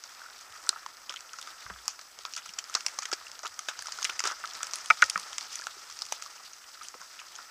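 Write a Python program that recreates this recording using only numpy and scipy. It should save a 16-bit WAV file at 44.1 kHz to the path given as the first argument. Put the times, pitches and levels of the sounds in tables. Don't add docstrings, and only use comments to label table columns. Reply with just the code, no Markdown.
import sys
import numpy as np
from scipy import signal
from scipy.fft import rfft, irfft
from scipy.io import wavfile
from scipy.ndimage import uniform_filter1d

SR = 44100
rng = np.random.default_rng(int(sys.argv[2]) if len(sys.argv) > 2 else 0)


def how_loud(loudness_db):
    steps = np.asarray(loudness_db, float) / 20
    return 10 ** steps


def store_pcm(level_fs):
    pcm = np.round(np.clip(level_fs, -1, 1) * 32767).astype(np.int16)
    wavfile.write(sys.argv[1], SR, np.atleast_2d(pcm).T)


N = 330750

# f/Hz, level/dB
CASE = [(100, -28.5), (430, -21), (1120, -2), (1310, 3.5), (1560, -4), (2500, 1), (3900, -1.5), (4800, 2),
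        (5900, -0.5), (8000, -5), (10000, -15), (16000, -17)]


def rms_one(x):
    return x / np.sqrt(np.mean(x ** 2) + 1e-20)


def in_time(rows):
    s, *columns = np.transpose(rows)
    return [np.interp(np.arange(N) / SR, s, c) for c in columns]


def coloured(x, points):
    hz = np.maximum(np.fft.rfftfreq(N, 1 / SR), 1)
    point_hz, point_db = np.transpose(points)
    gain_db = np.interp(np.log(hz), np.log(point_hz), point_db)
    return irfft(rfft(x) * how_loud(gain_db), N)


def band(x, low_hz, high_hz, order=2):
    return signal.sosfilt(signal.butter(order, [low_hz, high_hz], "band", fs=SR, output="sos"), x)


def drift(rate_hz):
    r = np.exp(-80 * np.pi * rate_hz / SR)
    noise = rng.standard_normal(N // 40 + 2002)
    slow = signal.lfilter([1], [1, -2 * r, r * r], noise)[2000:]
    return np.interp(np.arange(N) / 40, np.arange(len(slow)), rms_one(slow))


def ring(clicks, hz, t60):
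    r, w = how_loud(-60 / (t60 * SR)), 2 * np.pi * hz / SR
    return signal.lfilter([0, np.sin(w)], [1, -2 * r * np.cos(w), r * r], clicks + 1e-18)


def bursts(length_ms, tail_db, tail_ms):
    ms = np.arange(3000) / SR * 1000
    noise = rng.standard_normal((len(length_ms), 2, 3000))
    fibres = noise[:, 0] * np.abs(noise[:, 0])
    tearing = fibres * how_loud(-30 * ms / np.maximum(length_ms, 1)[:, None])
    tearing[:, 0] += 8.0
    lag = (10 + 40 * np.minimum(noise[:, 0, -1] ** 2, 2)).astype(int)[:, None]
    echo = np.take_along_axis(tearing, (np.arange(3000) - lag) % 3000, axis=1)
    tail = noise[:, 1] * how_loud(tail_db - 30 * ms / tail_ms)
    return tearing + 0.42 * echo + tail


def placed(rows, s, peak_db):
    rows = rows / np.abs(rows).max(axis=1, keepdims=True) * how_loud(peak_db)[:, None]
    out = np.zeros(N + rows.shape[1])
    starts = np.round(s * SR).astype(int)[:, None]
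    np.add.at(out, starts + np.arange(rows.shape[1]), rows)
    return out[:N]


def struck(contacts, modes, spread_db):
    out = np.zeros(N)
    for hz, level_db, t60 in modes:
        clicks = np.zeros(N)
        for s, db, *favoured_hz in contacts:
            share = 1
            if favoured_hz:
                share = 1 / (1 + (np.log(hz / favoured_hz[0]) / 0.16) ** 2)
            strength = share * how_loud(db + level_db + spread_db * rng.standard_normal())
            clicks[round(s * SR)] = strength * rng.choice([-1, 1])
        out += ring(clicks, hz, t60)
    return out


def electronics():
    # f/Hz, level/dB rms
    whine_lines = [(7837, -70), (7897, -84)]
    # f/Hz, level/dB per Hz
    rumble_colour = [(25, -3), (57, 4), (130, -6.5), (400, 1), (800, -8)]
    t = np.arange(N) / SR
    whine = np.zeros(N)
    for hz, db in whine_lines:
        whine += np.sqrt(2) * how_loud(db + drift(4.2)) * np.sin(2 * np.pi * hz * t)
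    low_noise = band(coloured(rng.standard_normal(N), rumble_colour), 22, 740)
    rumble = how_loud(-76 + 1.1 * drift(2.7)) * rms_one(low_noise)
    hiss = how_loud(-61.5) * band(rng.standard_normal(N), 430, 19000)
    return hiss + rumble + whine


def frame():
    # t/s, level/dB, favoured
    # f/Hz
    thumps = [
        (.5, -63, 95),
        (1.657, -47, 80),
        (1.702, -43.5, 75),
        (1.705, -57.5, 188),
        (2.49, -70, 188),
        (3.5, -67, 95),
        (4.9, -56, 116),
        (5.024, -51, 110),
        (5.158, -53, 171),
        (5.92, -69, 95),
              (.675, -73, 90), (1.673, -60, 90), (1.74, -56, 60), (3.122, -62, 120), (3.79, -60, 80),
             (3.96, -67, 120), (4.13, -69, 95), (4.24, -63, 70), (5.035, -67, 60), (5.3, -71, 57),
             (5.46, -73, 90), (6.045, -72, 95), (6.185, -74, 80), (7.0, -72, 169)]
    # f/Hz, level/dB, t60/s
    frame_modes = [(57, 3, 0.42), (95, 3, 0.13), (188, 10.5, 0.11)]
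    return band(struck(thumps, frame_modes, spread_db=0.5), 35, 320)


def branch_on_helmet():
    # t/s, level/dB, favoured f/Hz
    whips = [(4.9014, -10.5, 2400), (4.9022, -8.5, 1400), (4.9038, -8, 1340), (4.9076, -11.5, 2410),
             (4.9075, -10, 1320), (5.0215, -17, 1970), (5.0235, -21, 1510), (5.0251, -6, 1450),
             (5.028, -18, 1530), (5.030, -11.5, 1630), (5.158, -19, 1450), (5.160, -23, 1490)]
    # t/s, level/dB, favoured f/Hz
    presses = [
        (4.9025, -2, 535),
        (4.9032, 4, 690),
        (4.904, -8, 910),
        (5.023, -4, 535),
    ]
    # f/Hz, level/dB, t60/s
    shell_modes = [(1290, 0.5, 0.025), (1730, -32, 0.0082), (1450, 0, 0.015), (1745, -9, 0.022),
                   (1870, -4, 0.036), (2060, 4, 0.012), (2310, -6, 0.03), (2495, 2, 0.0098)]
    # f/Hz, level/dB, t60/s
    padding_modes = [(535, -30.5, 0.067), (700, -32, 0.056), (890, -31, 0.063), (1290, -29, 0.09)]
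    shell = band(band(struck(whips, shell_modes, spread_db=1.5), 1160, 3000), 1150, 3700)
    any_pitch = [row[:2] for row in whips[:10]]
    padding = band(struck(any_pitch, padding_modes, spread_db=5.0), 680, 1800, order=3)
    pressed = band(struck(presses, padding_modes, spread_db=0.5), 490, 940)
    return how_loud(3.0) * shell + padding + pressed


def rustle(woody_db, leafy_db):
    shared = drift(51)
    out = np.zeros(N)
    for low_hz, high_hz, level_db in [(250, 854, woody_db - 4.0), (1160, 1945, woody_db),
                                      (2110, 4600, leafy_db - 8), (4740, 6580, leafy_db),
                                      (6640, 9700, leafy_db - 7.0)]:
        noise = band(coloured(rng.standard_normal(N), CASE), low_hz, high_hz)
        out += how_loud(level_db + 1.54 * shared + 2.0 * drift(26)) * rms_one(noise)
    return out


def crackle(crackle_db, per_s):
    sizes = how_loud(4.6 * np.minimum(rng.exponential(1, N), 2.4))
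    born = rng.random(N) < per_s * how_loud(5 * drift(12)) / SR
    dealt = rng.integers(0, 5, N)
    noise = coloured(rng.standard_normal(N), CASE)
    kinds = [(940, 2500, 0.0086), (3300, 6000, 0.017), (4100, 21000, 0.0042),
             (2800, 8700, 0.0068), (4970, 21000, 0.01)]
    out = np.zeros(N)
    for k, (low_hz, high_hz, t60) in enumerate(kinds):
        clicks = sizes * born * (dealt == k)
        puffs = signal.lfilter([1], [1, -how_loud(-60 / (t60 * SR))], clicks + 1e-18)
        out += puffs * band(noise, low_hz, high_hz)
    return how_loud(crackle_db) * rms_one(out)


def leaf_litter():
    # t/s, depth as rustle level/dB, woodiness/dB, dryness/dB
    path = [(0.0, -54.5, 0.5, 1.5), (0.69, -52, 2, 6), (0.94, -56.5, 1.5, 6), (1.5, -51.5, 1, -19),
            (2.15, -55, -2.5, 3), (2.57, -54, 0.5, 9.5), (2.96, -49, -1.5, -5), (3.49, -54, 0, 0),
            (3.89, -47.5, -3, -6), (4.13, -44.5, -1.5, 4.5), (4.3, -49, -4, -9), (4.55, -49, 1, 11),
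            (4.8, -46, -2.5, -4), (5.64, -47.5, -3, 7), (5.76, -49.5, -4, -3), (6.2, -49.5, -3, 5),
            (6.6, -53.5, -3, -2), (7.5, -51.5, -1.5, 1)]
    depth_db, woodiness_db, dryness_db = in_time(path)
    crackle_db = -61 + 0.34 * (depth_db - depth_db.mean()) + dryness_db
    rubbing = rustle(depth_db - 2.5 + woodiness_db, depth_db - 3.5)
    crumbling = crackle(depth_db - 5, per_s=900)
    return rubbing + crackle(crackle_db, per_s=260) + crumbling


def flecks():
    # t/s, peak level/dB, f/Hz
    small_bits = [(0.04, -39, 1500), (0.2027, -39, 1220), (0.217, -35.5, 1490), (0.2605, -38, 1410),
                  (0.2853, -43, 1500), (0.3048, -39, 1680), (1.3336, -39, 1520), (1.761, -35.5, 1370),
                  (2.1906, -47, 720), (2.274, -37, 1340), (2.282, -38, 1320), (2.46, -35, 1310),
                  (2.639, -51, 716), (2.697, -35.5, 1300), (2.7748, -33, 1340), (2.8062, -40, 1390),
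                  (2.9872, -44, 666), (3.024, -35, 1280), (3.055, -38, 1590), (3.098, -40, 1240),
                  (3.213, -37.5, 1240), (3.3725, -52, 690), (3.3918, -38, 1310), (3.4335, -39, 696),
                  (3.6851, -35.5, 696), (3.79, -33, 1460), (3.823, -32.5, 1600), (3.857, -34, 1290),
                  (3.921, -37.5, 1660), (4.022, -31, 1230), (4.0507, -29, 1450), (4.0929, -45, 676),
                  (4.7347, -48.5, 654), (4.7351, -34.5, 1230), (4.976, -48, 1320), (5.0624, -39, 1350),
                  (5.103, -33.5, 1440), (5.1175, -36, 1380), (5.1564, -41.5, 583), (5.3293, -35, 1270),
                  (5.3829, -32.5, 1370), (5.415, -36.5, 1280), (5.5947, -49, 620), (5.596, -34, 1410),
                  (5.619, -32.5, 1630), (5.741, -39, 1200), (5.898, -37, 1300), (6.0195, -36, 1150),
                  (6.261, -36.5, 1200), (7.2167, -37.5, 1260),
                  (0.0927, -48, 3390), (0.8314, -46, 3370), (1.0942, -26.5, 3060), (1.168, -28, 3100),
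             (1.1915, -42, 3000), (1.2932, -36.5, 3160), (1.415, -32, 3260), (1.5798, -45, 2870),
             (1.738, -39, 3400), (1.7876, -39, 3400), (2.3502, -42, 2910), (2.4073, -44, 3300),
             (2.4208, -41, 2820), (2.4818, -41, 3230), (2.734, -37, 3150), (3.0184, -41, 3370),
             (3.0277, -34, 2870), (3.2677, -34, 2800), (3.3785, -46, 2970), (3.7129, -44, 2580),
             (4.0213, -42, 3030), (4.2038, -30, 3280), (4.4332, -39, 2660), (4.757, -38, 3260),
             (4.8593, -33.5, 3280), (5.1082, -29, 3600), (5.4439, -36, 3230), (6.3796, -43, 3110),
             (6.642, -41, 3200), (6.85, -37.5, 3060), (7.1915, -32, 2800), (7.2165, -40, 3080),
             (7.3306, -43, 3150), (7.354, -38, 3200),
                  (0.0938, -37, 5820), (0.6651, -34, 5760), (0.6655, -38, 7650), (0.7941, -38, 5250),
              (0.97, -39, 5570), (1.1396, -39, 7660), (1.1912, -40, 5300), (1.2064, -38, 7590),
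              (1.6589, -38, 5040), (1.856, -37, 5190), (1.8572, -37, 7430), (2.2521, -25.5, 4740),
              (2.5277, -42, 5720), (2.6977, -31, 6100), (2.7714, -31, 5430), (3.0275, -31, 5250),
              (3.0913, -36, 5580), (3.4767, -31, 7670), (3.542, -34, 5300), (3.8843, -31, 5510),
              (3.9875, -28.5, 5670), (4.0216, -27, 6160), (4.1345, -32, 5790), (4.1933, -20, 7150),
              (4.2545, -25, 7590), (4.2639, -32, 7560), (4.2744, -19.5, 7300), (4.313, -28, 5850),
              (4.32, -25, 5760), (4.3487, -34, 5170), (4.6308, -21, 7400), (4.7113, -28, 5750),
              (4.9084, -19.5, 5420), (4.9723, -32, 5420), (5.0612, -33, 7730), (5.0615, -32, 5020),
              (5.2363, -37, 5170), (5.428, -27, 4870), (5.591, -28, 4900), (5.62, -34, 5540),
              (5.64, -27.5, 5450), (5.9698, -33, 5220), (6.0874, -33, 5020), (6.2615, -31.5, 5270),
              (6.8845, -31, 7040), (7.1792, -38, 4950), (7.284, -38, 5390), (7.3849, -34, 5160),
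                  (0.692, -11.5, 4500), (0.691, -9, 7800), (0.693, -52, 374), (1.098, -46.5, 550),
                 (1.881, -32, 12100), (2.1908, -52, 735), (2.8635, -35, 12000), (3.128, -39, 400),
                 (4.096, -49, 380), (4.193, -37, 12500), (4.25, -40, 394), (4.902, -58, 170),
                 (4.903, -62, 298), (5.025, -48, 311), (5.765, -54, 372), (6.02, -18.5, 4830),
                 (6.123, -34, 11900), (6.947, -44, 540)]
    s, peak_db, pitch_hz = np.transpose(small_bits)
    tear = bursts(2.9 + 3500.0 / pitch_hz, tail_db=-25.0, tail_ms=27.0)
    rings = np.array([ring(band(row, 0.61 * hz, 1.67 * hz), hz, 16.0 / hz) for row, hz in zip(tear, pitch_hz)])
    return placed(rings, s, peak_db)


def breaks():
    # t/s, peak level/dB, push level/dB, f/Hz, length/ms
    thick_stems = [(1.8803, -29, -15, 1160, 11), (0.6923, -23.5, -28, 1420, 12),
                   (0.862, -27, -20, 1080, 6.1), (1.1007, -32, -16, 1340, 35),
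                   (1.6642, -31, -9.5, 1360, 18), (1.7003, -29, -8, 1380, 25), (2.7507, -22, -8, 1290, 30),
                   (2.8635, -28, -23, 1070, 11), (2.9872, -27, -25, 1220, 11), (3.053, -37.5, -6, 1710, 15),
                   (3.1293, -26, 0, 1240, 29), (3.4336, -34, -17, 1210, 16), (3.449, -30.5, -10, 1140, 24),
                   (3.6862, -26, -8, 1290, 26), (4.0442, -29, -5, 2150, 32), (4.0941, -26, -27, 1280, 22),
                   (4.239, -26, -7, 1340, 280), (4.273, -32, -4, 1270, 11), (4.3122, -28, -14, 1420, 39),
                   (5.1757, -26.5, -16, 1160, 6.9), (6.123, -24, -24, 920, 5.8),
                   (6.9418, -30.5, -32, 1220, 8), (7.0142, -36, -16, 1290, 27),
                   (7.1923, -33, -38, 2200, 11)]
    # t/s, peak level/dB, length/ms
    thin_stems = [(0.6714, -30.5, 4.3), (0.7276, -32.5, 20), (0.76, -31.5, 33), (1.14, -34.5, 10),
                  (1.3384, -35.5, 11), (1.387, -31.5, 6.4), (1.473, -35.5, 12), (0.038, -52, 9.7),
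                  (1.991, -35, 6.5), (2.2517, -28, 3.8), (2.366, -34, 51), (2.584, -34, 14),
                  (3.0293, -34.5, 11), (3.117, -29.5, 11), (3.457, -27.5, 20), (3.5917, -30.5, 8.3),
                  (3.712, -31.5, 14), (3.87, -32, 3.1), (3.884, -30, 15), (3.987, -29, 8.3),
                  (4.204, -24, 3.7), (4.2544, -17.5, 3.4), (4.302, -29, 2.9), (4.439, -26, 20),
                  (4.606, -29.5, 18), (4.6315, -25.5, 13.4), (6.8112, -35, 14), (5.669, -23, 6),
                  (6.223, -33, 7), (7.387, -34, 15)]
    thin_pitch_hz = 1300
    thin_rows = [(s, db, -34, thin_pitch_hz, ms) for s, db, ms in thin_stems]
    s, peak_db, low_db, pitch_hz, length_ms = np.transpose(thick_stems + thin_rows)
    tear = bursts(1.45 * length_ms - 4.0, tail_db=-16, tail_ms=53)
    wood = []
    for row, hz in zip(tear, pitch_hz):
        cycles = 16.2 if hz == thin_pitch_hz else 9.1
        wood.append(ring(band(row, 0.76 * hz, 6.5 * hz), hz, cycles / hz))
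    push_s = 0.0093
    push = band(tear * how_loud(-30 * np.arange(3000) / SR / push_s), 370, 1900, order=3)
    return placed(np.array(wood), s, peak_db) + placed(push, s, peak_db + low_db)


def cracks():
    # t/s, peak level/dB, middle level/dB, top level/dB, length/ms
    twigs = [(0.6919, -8.5, -14, -14, 8.7), (1.88, -9.5, -9, -2.5, 2.6), (2.5875, -16.5, -3, -5, 13),
             (2.7508, -7.5, -7.5, -27, 8.6), (2.8635, -12, -6.5, 0.5, 14), (2.9885, -16, -9, -1, 9),
             (3.1283, -16, -5, -16, 25), (3.5914, -19.5, -6, 1.5, 8.5), (3.6856, -22, 1.5, -21, 35),
             (4.0279, -18, -3, -18, 6.8), (4.045, -11.5, -21, 2.5, 2.4), (4.0494, -18.5, 4, -26, 14),
             (4.1928, -17.5, -0.5, -24, 9.6), (4.204, -14.5, -2, -4, 3.1), (4.2396, -13.5, -6, -35, 2.7),
             (4.272, -17.5, -14, -40, 17), (4.6303, -20.5, -1.5, -34, 11), (4.7354, -14, -9, -36, 3),
             (5.0214, -14, 3.5, -21, 15), (5.0403, -15, -4, -36, 5.8), (5.0986, -14, -6, 6.5, 8.5),
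             (5.3823, -17, -3.5, -5, 9), (6.02, -24.5, -19, 0, 19), (6.1231, -18.5, -1, 2.5, 8.8)]
    # t/s, peak level/dB, middle level/dB, length/ms
    stalks = [(0.8628, -28.5, -1.5, 7.8), (1.095, -25.5, -3, 19), (1.1073, -40, 9, 17),
              (1.1244, -40, 12, 4.6), (1.14, -30, -1, 8), (1.161, -41.5, 15.5, 8.4), (1.174, -41, 10, 4.6),
              (1.427, -39, 12.5, 4.6), (1.473, -32, 0, 16), (2.189, -27.5, -0.5, 3.7),
              (2.2518, -28.5, 5.5, 4.9), (2.375, -30, 2.5, 33), (2.4916, -35.5, 5.5, 16),
              (2.7417, -21, -0.5, 8), (2.8068, -26.5, -1.5, 11), (2.883, -26.5, 3, 8.2),
              (3.0307, -26.5, -6, 22), (3.0548, -23, -0.5, 10), (3.456, -28.5, 1.5, 17),
              (3.468, -24, 3, 9.2), (4.0968, -30, 10.5, 13), (4.252, -24, -1, 53), (4.263, -25, 0, 105),
              (4.456, -29, 6, 5.1), (4.9014, -21.5, 7, 9.3), (5.33, -29, 5, 8), (5.41, -43.5, 21, 4.6),
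              (5.669, -25.5, 6, 3), (7.1915, -49, 2, 4.7), (7.1986, -37, 3, 26)]
    # t/s, peak level/dB, length/ms
    leaves = [(0.0386, -24, 2.8), (0.41, -38, 7.4), (1.207, -28, 5.1), (1.386, -30.5, 24),
              (2.013, -34, 9.2), (2.2594, -33, 17), (2.342, -30, 11), (2.351, -28, 11), (2.537, -30.5, 7.9),
              (2.641, -27.5, 5.9), (3.0214, -26, 11), (3.2824, -32.5, 10), (3.392, -25, 3),
              (3.432, -30.5, 32), (3.476, -30, 9.3), (3.791, -22, 8.5), (3.8703, -22.5, 10),
              (3.921, -22.5, 7.7), (4.475, -26, 3.1), (4.5351, -26, 4), (4.551, -29, 5.6),
              (4.644, -27, 6.1), (4.74, -20, 3.7), (5.237, -49, 4), (5.99, -23.5, 3), (6.533, -35, 10),
              (6.885, -25, 3), (7.015, -34, 5.8), (7.354, -33, 11), (7.361, -31, 8.6)]
    # t/s, peak level/dB, top level/dB, length/ms
    tips = [(1.3331, -26, -1, 3.8), (1.414, -30, 9, 5.3), (1.9926, -31, -2, 6), (2.3368, -21, -21, 3.1),
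            (2.364, -23, 1, 13), (2.4583, -31.5, 2, 13), (3.116, -22, -10, 11), (3.316, -26, -8, 5.7),
            (3.823, -27.5, 9, 6.8), (4.757, -24, 12, 5.7), (4.859, -29, 10.5, 7.3), (5.1771, -19.5, 1, 3),
            (5.197, -26, 6.5, 7.6), (5.556, -22.5, 6, 6.5), (6.223, -24, 2, 6.7), (6.832, -34, 4.5, 62),
            (3.8587, -32, 10, 3.4), (3.9769, -29, -6, 3.5), (4.6688, -27, 3.5, 8.8), (4.786, -26.5, 3, 3.4),
            (4.8863, -34, 9, 4), (5.5197, -31, -1, 150), (5.613, -25.5, -2, 2.5), (5.9, -31, -10, 21),
            (5.912, -29, -8, 3.4), (5.925, -30, -9, 6), (5.962, -44, 9, 5), (6.012, -30, 0, 5.9),
            (6.053, -28, 3, 4), (6.065, -29, 2, 5)]
    snaps = (twigs
             + [(s, db, middle_db, -43, ms) for s, db, middle_db, ms in stalks]
             + [(s, db, -8, -40, ms) for s, db, ms in leaves]
             + [(s, db, -4.5, top_db, ms) for s, db, top_db, ms in tips])
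    s, peak_db, middle_db, top_db, length_ms = np.transpose(snaps)
    tear = bursts(1.14 * length_ms - 3.0, tail_db=-17.5, tail_ms=85.0)
    main = placed(band(tear, 4110, 6704, order=3), s, peak_db)
    middle = placed(band(tear, 1990, 4810), s, peak_db + middle_db)
    top = placed(band(tear, 7900, 9900), s, peak_db + top_db - 13.0)
    return main + middle + top


def scene():
    ride = electronics() + frame() + branch_on_helmet()
    ground = leaf_litter() + flecks() + breaks() + cracks()
    return (ride + ground)[None]


def band_limit(x):
    return signal.sosfilt(signal.butter(12, 16510, fs=SR, output="sos"), x)


def record(dry):
    rounded = .95 * np.tanh(dry / .95)
    x = signal.sosfilt(signal.cheby2(16, 70, 16550, fs=SR, output="sos"), rounded)
    low = signal.sosfiltfilt(signal.ellip(10, .3, 35, 15300, fs=SR, output="sos"), x)
    edge = x - low
    edge_rms = np.sqrt(uniform_filter1d(edge ** 2, size=256).clip(0))
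    gate = uniform_filter1d((edge_rms > how_loud(-61)) * 1., size=256)
    return band_limit(low + edge * gate)


dry = scene()
out = record(dry)
store_pcm(out)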